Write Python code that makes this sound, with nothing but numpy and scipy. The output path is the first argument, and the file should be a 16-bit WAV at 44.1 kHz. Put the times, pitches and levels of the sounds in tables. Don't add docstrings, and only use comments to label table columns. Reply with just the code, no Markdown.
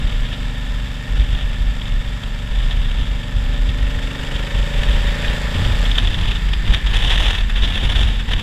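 import sys
import numpy as np
from scipy.fft import rfft, irfft, next_fast_len
from scipy.io import wavfile
from scipy.ndimage import map_coordinates

SR = 44100
rng = np.random.default_rng(int(sys.argv[2]) if len(sys.argv) > 2 else 0)


def to_wav(sig):
    pcm = np.clip(np.atleast_2d(sig), -1, 1) * 32767
    pcm = np.round(pcm).astype(np.int16)
    wavfile.write(sys.argv[1], SR, pcm.T)


N = 371322


def amp(db):
    return 10 ** (np.asarray(db) / 20)


def unit(x):
    return x / np.sqrt(np.mean(x ** 2) + 1e-20)


def curves(rows):
    s, *columns = np.transpose(rows)
    t = np.arange(N) / SR
    return [np.interp(t, s, column) for column in columns]


def wobble(rate):
    place = np.arange(N) * rate / SR
    fine = np.arange(0, place[-1] + 1, 1 / 8)
    knots = rng.standard_normal(int(place[-1]) + 4)
    smooth = map_coordinates(knots, [fine])
    return unit(np.interp(place, fine, smooth))


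def filtered(x, response):
    m = next_fast_len(N + SR // 2)
    return irfft(rfft(x, m) * response(np.fft.rfftfreq(m, 1 / SR)), m)[:N]


def noise(spectrum):
    f, db = np.transpose(spectrum)

    def colour(hz):
        return amp(np.interp(np.log(hz + 1), np.log(f), db))

    return unit(filtered(rng.standard_normal(N), colour))


def turns(hz):
    return 2 * np.pi * np.cumsum(hz) / SR


def bumps(resonances, hz):
    return sum(db / (1 + (2 * (hz - centre) / width) ** 2) for centre, width, db in resonances)


# (frequency [Hz], relative level [dB])
TYRE_SPECTRUM = [(100, -16), (300, -20), (900, -3), (1800, 16), (3500, 1), (4500, -22), (8000, -20),
                 (13000, -24), (15000, -37)]
# (time abreast [s], time to go by [s], roar when abreast, before the housing [dB])
ONCOMING = [(5.25, 0.18, -35.5), (6.8, 0.23, -38), (7.4, 0.084, -38)]


def traffic():
    t = np.arange(N) / SR
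    power = sum(amp(db) ** 2 / (1 + ((t - s) / span) ** 2) for s, span, db in ONCOMING)
    return noise(TYRE_SPECTRUM) * np.sqrt(power)


def whine():
    pitch_hz = 12408 + 18 * wobble(100)
    return amp(-71 + 3 * wobble(60)) * np.sin(turns(pitch_hz))


# (time [s], relative level [dB])
AIR_STREAM = [(0.0, -8.5), (0.23, -20), (0.47, -19.5), (0.52, -26.5), (0.68, -19.5), (1.05, -27),
              (1.08, -19), (1.2, -11), (1.48, -19), (1.71, -15), (1.76, -22), (1.92, -14), (2.2, -27),
              (2.25, -18.5), (2.49, -24), (2.53, -13.5), (2.91, -16.5), (2.93, -19), (3.02, -14),
              (3.3, -25.5), (3.35, -14), (3.4, -16.5), (3.89, -15.5), (3.91, -15.5), (4.15, -25),
              (4.31, -23), (4.36, -13.5), (4.48, -27.5), (4.55, -10), (4.71, -22.5), (4.76, -13),
              (4.83, -16.5), (4.9, -11), (5.11, -16.5), (5.23, -27), (5.27, -15), (5.51, -23.5),
              (5.56, -16), (6.61, -15), (6.63, -24), (6.71, -11), (6.78, -19), (6.89, -12), (7.66, -16),
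              (7.75, -23), (7.82, -17), (8.07, -11), (8.09, -16.5), (8.35, -18), (8.42, -17)]


def air_stream():
    return curves(AIR_STREAM)[0]


# (start [s], rise [s], hold [s], relative rasp gain [dB], relative rumble gain [dB])
CHURNED_AIR = [(0.196, 0.016, 0.078, -39.5, -30), (1.127, 0.036, 0.26, -38, -32),
               (2.56, 0.026, 0.2, -37, -36), (2.94, 0.024, 0.08, -34, -26.5),
               (4.247, 0.053, 0.043, -38.5, -32), (4.7, 0.068, 0.35, -33, -27.5),
               (5.154, 0.047, 0.1, -33, -21.5), (5.527, 0.022, 0.17, -32.5, -19.5),
               (5.903, 0.028, 0.36, -31, -23), (6.615, 0.043, 0.099, -29, -19),
               (6.839, 0.12, 0.19, -23, -24), (7.177, 0.025, 0.16, -25.5, -27.5),
               (7.593, 0.035, 0.2, -29, -22), (7.817, 0.021, 0.016, -28, -20.5),
               (7.888, 0.016, 0.026, -29.5, -24), (7.951, 0.03, 0.14, -29, -24),
               (8.18, 0.15, 0.14, -33, -22)]
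GUST_RELEASE_S = 0.045


def gusts():
    t, rasp, rumble = np.arange(N) / SR, np.zeros(N), np.zeros(N)
    for start, rise, hold, rasp_db, rumble_db in CHURNED_AIR:
        attack = np.clip((t - start) / rise, 0, 1)
        since_hold = np.maximum(t - start - rise - hold, 0)
        shape = attack * np.exp(-since_hold / GUST_RELEASE_S)
        rasp += amp(rasp_db) * shape
        rumble += amp(rumble_db) * shape
    return rasp, rumble


# (frequency [Hz], relative level [dB])
RUMBLE_SPECTRUM = [(20, 0.5), (55, -3.5), (78, -5), (94, 1.5), (125, -11), (190, -15), (300, -23.5),
                   (600, -36), (1500, -34), (3000, -120)]
RASP_SPECTRUM = [(150, -5), (350, -7), (520, -5), (750, -3), (1300, -7), (2200, -5.5), (3000, 1.5),
                 (3650, 0), (4200, -14.5), (5500, -19), (7500, -24), (10000, -28), (12500, -35),
                 (15000, -52)]
FIZZ_SPECTRUM = [(300, -30), (3000, -10), (4200, -10), (5800, 7), (8000, 0), (11000, -8), (13000, -9),
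                 (15000, -24)]
USUAL_WIND_DB = -18
RUMBLE_DB, RUMBLE_GROWS = -33, 0.95
RASP_DB, RASP_GROWS = -37, 0.35
FIZZ_DB, FIZZ_FROM_DB = -17.5, -24


def wind(wind_db, shedding, grit_db, calm_db, lumps_db, surge_db):
    excess_db = wind_db - USUAL_WIND_DB
    gust_rasp, gust_rumble = gusts()
    rumble = np.hypot(amp(RUMBLE_DB + RUMBLE_GROWS * excess_db), gust_rumble)
    rumble = rumble * amp(lumps_db * wobble(20))
    rasp = np.hypot(amp(RASP_DB + RASP_GROWS * excess_db), gust_rasp)
    rasp = rasp * amp(surge_db * np.tanh(wobble(22)))
    torn = 1 / (1 + (amp(calm_db) / rasp) ** 2)
    fierce = 1 / (1 + (amp(FIZZ_FROM_DB) / rasp) ** 2)
    flutter_db = 2.3 * np.cos(shedding) + 2.0 * np.tanh(wobble(110))
    spits = unit(amp(flutter_db + grit_db * wobble(450)))
    hiss = noise(RASP_SPECTRUM) * torn + noise(FIZZ_SPECTRUM) * fierce * amp(FIZZ_DB)
    return noise(RUMBLE_SPECTRUM) * rumble, hiss * spits * rasp


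def eddies(shed_hz):
    wander = .15 * wobble(55) + .17 * wobble(170)
    return turns(shed_hz * np.exp(wander))


def buffet(wind_db, shedding, gain_db, lull_db, edge_db):
    strength_db = 2.8 * np.tanh(wobble(70))
    bunches = unit(1 / (1 + amp(lull_db - 13 * wobble(34))))
    swing = np.sin(shedding) + amp(edge_db) * np.sin(2 * shedding)
    return np.sqrt(2) * swing * bunches * amp(wind_db + gain_db + strength_db)


# (time of peak [s], relative spit level [dB], rise [s], relative lower bark level [dB])
STRIKES = [(0.257, -27, 0.017, -43), (0.333, -22, 0.014, -40), (1.817, -21, 0.0037, -40),
           (1.857, -25.5, 0.0054, -35), (2.237, -25.5, 0.0063, -38), (2.603, -25, .004, -25),
           (2.712, -22.5, 0.0061, -36), (2.915, -25, 0.0063, -30), (3.072, -26.5, .005, -34),
           (3.692, -20.5, 0.0056, -40), (4.362, -22.5, 0.0057, -33), (4.509, -28, 0.0026, -29),
           (4.793, -23, .004, -23), (4.835, -14, 0.003, -18), (5.249, -24, .008, -20),
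           (5.282, -17, 0.0035, -30), (5.545, -21, 0.0037, -27), (5.702, -24, .004, -26),
           (5.649, -17.5, 0.0054, -24), (5.856, -20.5, 0.0077, -41), (5.916, -15, .004, -25),
           (5.957, -18, 0.0076, -22), (5.985, -10, 0.0064, -16.5), (6.075, -18, 0.0049, -26),
           (6.145, -18, 0.0034, -24), (6.19, -17, .003, -25), (6.288, -21, 0.0042, -34),
           (6.316, -17, 0.0062, -24), (6.359, -20.5, 0.013, -33), (6.488, -23, 0.0036, -24),
           (6.536, -13.5, 0.0047, -43), (6.679, -24, 0.003, -27), (6.739, -12, 0.0057, -17),
           (6.747, -12.5, 0.0029, -29), (6.868, -16, 0.0073, -33), (6.939, -15, 0.0027, -31),
           (7.049, -17, 0.0053, -25), (7.116, -14, 0.02, -21.5), (7.178, -13, 0.0036, -17.5),
           (7.246, -16, 0.0026, -39.5), (7.267, -15, 0.0069, -34), (7.304, -21, 0.011, -30),
           (7.35, -17, 0.0098, -23), (7.409, -20.5, 0.0042, -25), (7.5, -23, 0.01, -21),
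           (7.57, -20.5, 0.024, -26), (7.626, -18, 0.0087, -41), (7.646, -17, 0.014, -43),
           (7.742, -21, 0.0099, -31), (7.774, -23, 0.0057, -24), (7.92, -19, 0.0056, -27),
           (7.953, -21, .004, -19), (7.961, -14, 0.0063, -26), (8.033, -14.5, 0.0036, -36),
           (8.076, -22, 0.0046, -35), (8.199, -22.5, 0.011, -25), (8.291, -28, 0.0025, -26),
           (8.318, -17, 0.0087, -23), (8.336, -12.5, 0.0035, -24), (8.398, -20, 0.0032, -20)]
# (frequency [Hz], relative level [dB])
SPIT_SPECTRUM = [(150, -45), (400, -13), (1300, -14.5), (2200, -14), (3000, -3), (3600, -2.5), (4200, -19),
                 (5500, -22), (7500, -31.5), (12500, -43), (15000, -54)]
BARK_SPECTRUM = [(150, -27), (400, -12), (1200, 1), (1800, 6), (2200, 1.5), (2800, 3), (3800, -26),
                 (5500, -17), (8000, -20), (12000, -27), (15000, -45)]


def slaps(gain_db):
    t, spit, bark = np.arange(N) / SR, np.zeros(N), np.zeros(N)
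    for s, spit_db, rise, bark_db in STRIKES:
        near = slice(*np.searchsorted(t, [s - rise, s + 10 * rise]))
        age = (t[near] - s) / rise + 1
        swell = (age * np.exp(1 - age)) ** 2
        spit[near] += amp(spit_db) * swell
        bark[near] += amp(bark_db) * swell
    grit_db = 1.2 * wobble(600)
    return (spit * noise(SPIT_SPECTRUM) + bark * noise(BARK_SPECTRUM)) * amp(gain_db + grit_db)


# (time [s], four-stroke cycle rate [cycles/s])
CYCLE_RATE = [(0.0, 24.08), (1.1, 23.95), (1.6, 23.67), (2.9, 23.45), (3.3, 23.62), (3.75, 24.0),
              (4.25, 24.98), (5.1, 27.23), (5.85, 28.98), (6.2, 28.68), (6.6, 28.03), (7.0, 27.0),
              (7.4, 26.43), (7.9, 26.2), (8.42, 26.23)]


def engine_speed():
    return curves(CYCLE_RATE)[0]


# (time [s], opening [0 shut, 1 barely open, 2 cruising, 3 pulling])
THROTTLE_HAND = [(0, 2.03), (1.5, 2), (2.8, 2), (3.7, 2.04), (4.2, 2.3), (4.7, 2.8), (5.2, 3), (5.83, 3),
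                 (6.08, 0), (6.7, 0), (7.5, 1), (8.42, 1)]


def throttle_opening():
    return curves(THROTTLE_HAND)[0]


# (throttle opening [0-3], gain [dB])
LOAD_GAIN = [(1, -2.5), (2, 0), (2.04, .6), (2.3, 2), (3, 2.6)]


def load_gain_db(throttle):
    return np.interp(throttle, *np.transpose(LOAD_GAIN))


# (multiple of the cycle rate, level at cruising throttle before wavering [dB])
SHAFT_TONES = [(25.5, -54), (33, -58), (41, -60), (42, -60), (56, -59), (60, -61), (71, -57), (74, -57.5),
               (76, -54.5), (78, -58.5), (87, -60), (90, -57), (99, -60), (142, -57.5), (143, -58),
               (153, -57.5)]


def gear_tones(speed, throttle, waver_db):
    out, cycle = np.zeros(N), turns(speed)
    lowest_fade = np.interp(speed, [24.3, 25.5], [1, .15])
    for k, (order, db) in enumerate(SHAFT_TONES):
        drift = .4 * wobble(12)
        level = amp(db + waver_db * wobble(7.8))
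        if k == 0:
            level = level * lowest_fade
        out += level * np.cos(order * cycle + drift + rng.uniform(0, 2 * np.pi))
    return np.sqrt(2) * out * amp(load_gain_db(throttle))


def gear_whine(speed, mesh, db):
    t = np.arange(N) / SR
    load = np.interp(t, [3.5, 5.5, 6.6, 7.5], [.25, .8, 1, .3])
    pitch_hz = mesh * speed + 60 * wobble(300)
    return amp(db + 2.9 * wobble(40)) * load * np.sin(turns(pitch_hz))


# (frequency [Hz], relative level [dB])
METAL_SPECTRUM = [(150, -10), (300, -6), (500, -7), (700, -5), (900, -5), (1150, -4), (1400, -3.5),
                  (2000, -5), (3500, -5), (4300, -15), (5500, -19), (7500, -23), (9500, -26.5),
                  (12500, -27.5), (15000, -35.5)]
# (centre [Hz], width [Hz], gain [dB])
RINGING_CASINGS = [(1706, 110, 3.5), (4610, 136, 7), (5140, 670, 6), (7560, 1020, 9)]
CLATTER_DB, CLATTER_DB_PER_REV = -38, 0.95
CRUISE_RATE = 24


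def clatter(speed, throttle, beat_db, grain_db):
    level_db = CLATTER_DB + CLATTER_DB_PER_REV * (speed - CRUISE_RATE) + load_gain_db(throttle)
    cycle = turns(speed)
    slow_beat = .6 * np.cos(cycle) + .6 * np.cos(2 * cycle + 2) + .8 * np.cos(3 * cycle)
    beat = unit(slow_beat + .6 * np.cos(5 * cycle) + .5 * np.cos(6 * cycle))
    ticking = noise(METAL_SPECTRUM) * amp(level_db + beat_db * beat + grain_db * wobble(400))
    return filtered(ticking, lambda hz: amp(bumps(RINGING_CASINGS, hz)))


def tank_echo(x, delay, db):
    return filtered(x, lambda hz: 1 + amp(db) * np.exp(-2j * np.pi * hz * delay))


# (frequency [Hz], relative level [dB])
KNOCK_SPECTRUM = [(300, -22), (1200, -4), (2300, -1.5), (2900, 2), (3600, -6), (4300, -21), (7500, -18.5),
                  (15000, -48)]
KNOCK_DB, KNOCK_FROM_S = -37, 4.155


def knock(speed, throttle, sharpness, scatter_db):
    cycle = turns(speed)
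    since_firing = cycle - cycle[int(KNOCK_FROM_S * SR)]
    pulse = unit(np.exp(sharpness * np.cos(since_firing)))
    labour = np.interp(throttle, [2, 2.25, 2.6, 3], [.25, 1, 1, .4])
    labour = labour * np.clip(throttle - 1, 0, 1)
    return noise(KNOCK_SPECTRUM) * pulse * labour * amp(KNOCK_DB + scatter_db * wobble(25))


# (multiple of the cycle rate,
# relative level with throttle shut [dB], barely open [dB], cruising [dB], pulling [dB])
NOTE_ORDERS = [(3, -39, -44, -43, -37), (4, -48, -42, -41, -52), (5, -36.5, -41, -35.7, -34.3),
               (6, -36.5, -44, -39.5, -34), (7, -44, -49, -62, -49), (8, -45.5, -39.5, -41.5, -40.5),
               (9, -55, -44, -45, -42), (10, -60, -55, -47, -66), (11, -46, -57, -48, -55),
               (12, -66, -66, -67, -54), (13, -57, -62, -70, -55), (14, -55, -62, -56.5, -50),
               (15, -54, -66, -66, -55), (16, -61, -58, -67, -49.5), (17, -66, -68, -69, -50),
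               (18, -66, -59, -67, -52.5), (19, -66, -61, -57.5, -50), (20, -60, -68, -62.5, -51),
               (21, -68, -64, -59, -50), (22, -68, -70, -74, -46.5), (23, -64, -68, -69, -52),
               (24, -68, -70, -57.5, -55), (25, -62, -64, -69, -57), (26, -66, -62, -63.5, -58),
               (29, -66, -68, -72, -53.5), (30, -62, -64, -72, -56), (31, -66, -68, -72, -55),
               (35, -58, -62, -65, -53.5), (36, -66, -66, -68, -61), (37, -68, -66, -65, -58)]
# (time [s], exhaust gain [dB], intake gain [dB])
NOTE_LOUDNESS = [(0, 0, .7), (2.6, 0, 0), (3.3, .5, 3.5), (4.15, -.5, 5), (4.7, 0, 1.8), (5.2, 0, 1.2),
                 (5.8, 0, 1.5), (6.4, 1, 0), (7.1, -5, -4), (7.7, 0, 0)]
# (centre [Hz], width [Hz], gain [dB])
INTAKE_RESONANCES = [(275, 26, 7), (312, 35, -4.5), (358, 35, -4), (460, 40, 3), (580, 48, 8),
                     (655, 60, -9), (845, 50, 5)]
INTAKE_FROM_ORDER = 11


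def engine_note(speed, throttle, phase_spread, shake_db, waver_db):
    out, cycle = np.zeros(N), turns(speed)
    exhaust_db, intake_db = curves(NOTE_LOUDNESS)
    for order, *levels in NOTE_ORDERS:
        hz, intake = order * speed, order >= INTAKE_FROM_ORDER
        size = np.interp(throttle, np.arange(len(levels)), amp(levels))
        loudness_db = intake_db if intake else exhaust_db
        colour = amp(loudness_db + bumps(INTAKE_RESONANCES, hz) + waver_db * wobble(6))
        lag = sum(2 * np.arctan(2 * (hz - centre) / width)
                  for centre, width, db in INTAKE_RESONANCES if db > 0)
        spread = phase_spread * (1 if intake else 3)
        out += size * colour * np.cos(order * cycle - lag + spread * rng.standard_normal())
    return np.sqrt(2) * out * amp(shake_db * wobble(45))


# (centre [Hz], width [Hz], gain [dB])
HOUSING_RESONANCES = [(1795, 203, 7), (2190, 180, 1.5), (2550, 71, -0.5), (2650, 120, 1.5), (3550, 760, 5),
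                      (4100, 260, -3.5), (7010, 170, 3.5)]


def housing(x):
    return filtered(x, lambda hz: amp(bumps(HOUSING_RESONANCES, hz)))


def scene():
    wind_db = air_stream()
    shedding = eddies(shed_hz=39.88)
    rumble, rasp = wind(wind_db, shedding, grit_db=2.0, calm_db=-39.5, lumps_db=1.0, surge_db=2.0)
    thump = buffet(wind_db, shedding, gain_db=-1.0, lull_db=-11, edge_db=-22)
    spits = slaps(gain_db=-6.7)
    speed = engine_speed()
    throttle = throttle_opening()
    gears = gear_whine(speed, mesh=171, db=-51) + gear_tones(speed, throttle, waver_db=2)
    mechanics = tank_echo(clatter(speed, throttle, beat_db=1.0, grain_db=1.4), delay=0.002192, db=-15.5)
    chuff = knock(speed, throttle, sharpness=1.9, scatter_db=0.5)
    note = amp(.5) * engine_note(speed, throttle, phase_spread=.55, shake_db=.4, waver_db=.7)
    hiss = amp(-2.0) * housing(traffic() + rasp + spits + mechanics + chuff)
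    return (whine() + rumble + thump + hiss + gears + note)[None]


TOP_HZ = 15300


def record(dry):
    return filtered(dry[0], lambda hz: hz < TOP_HZ)[None]


dry = scene()
out = record(dry)
to_wav(out)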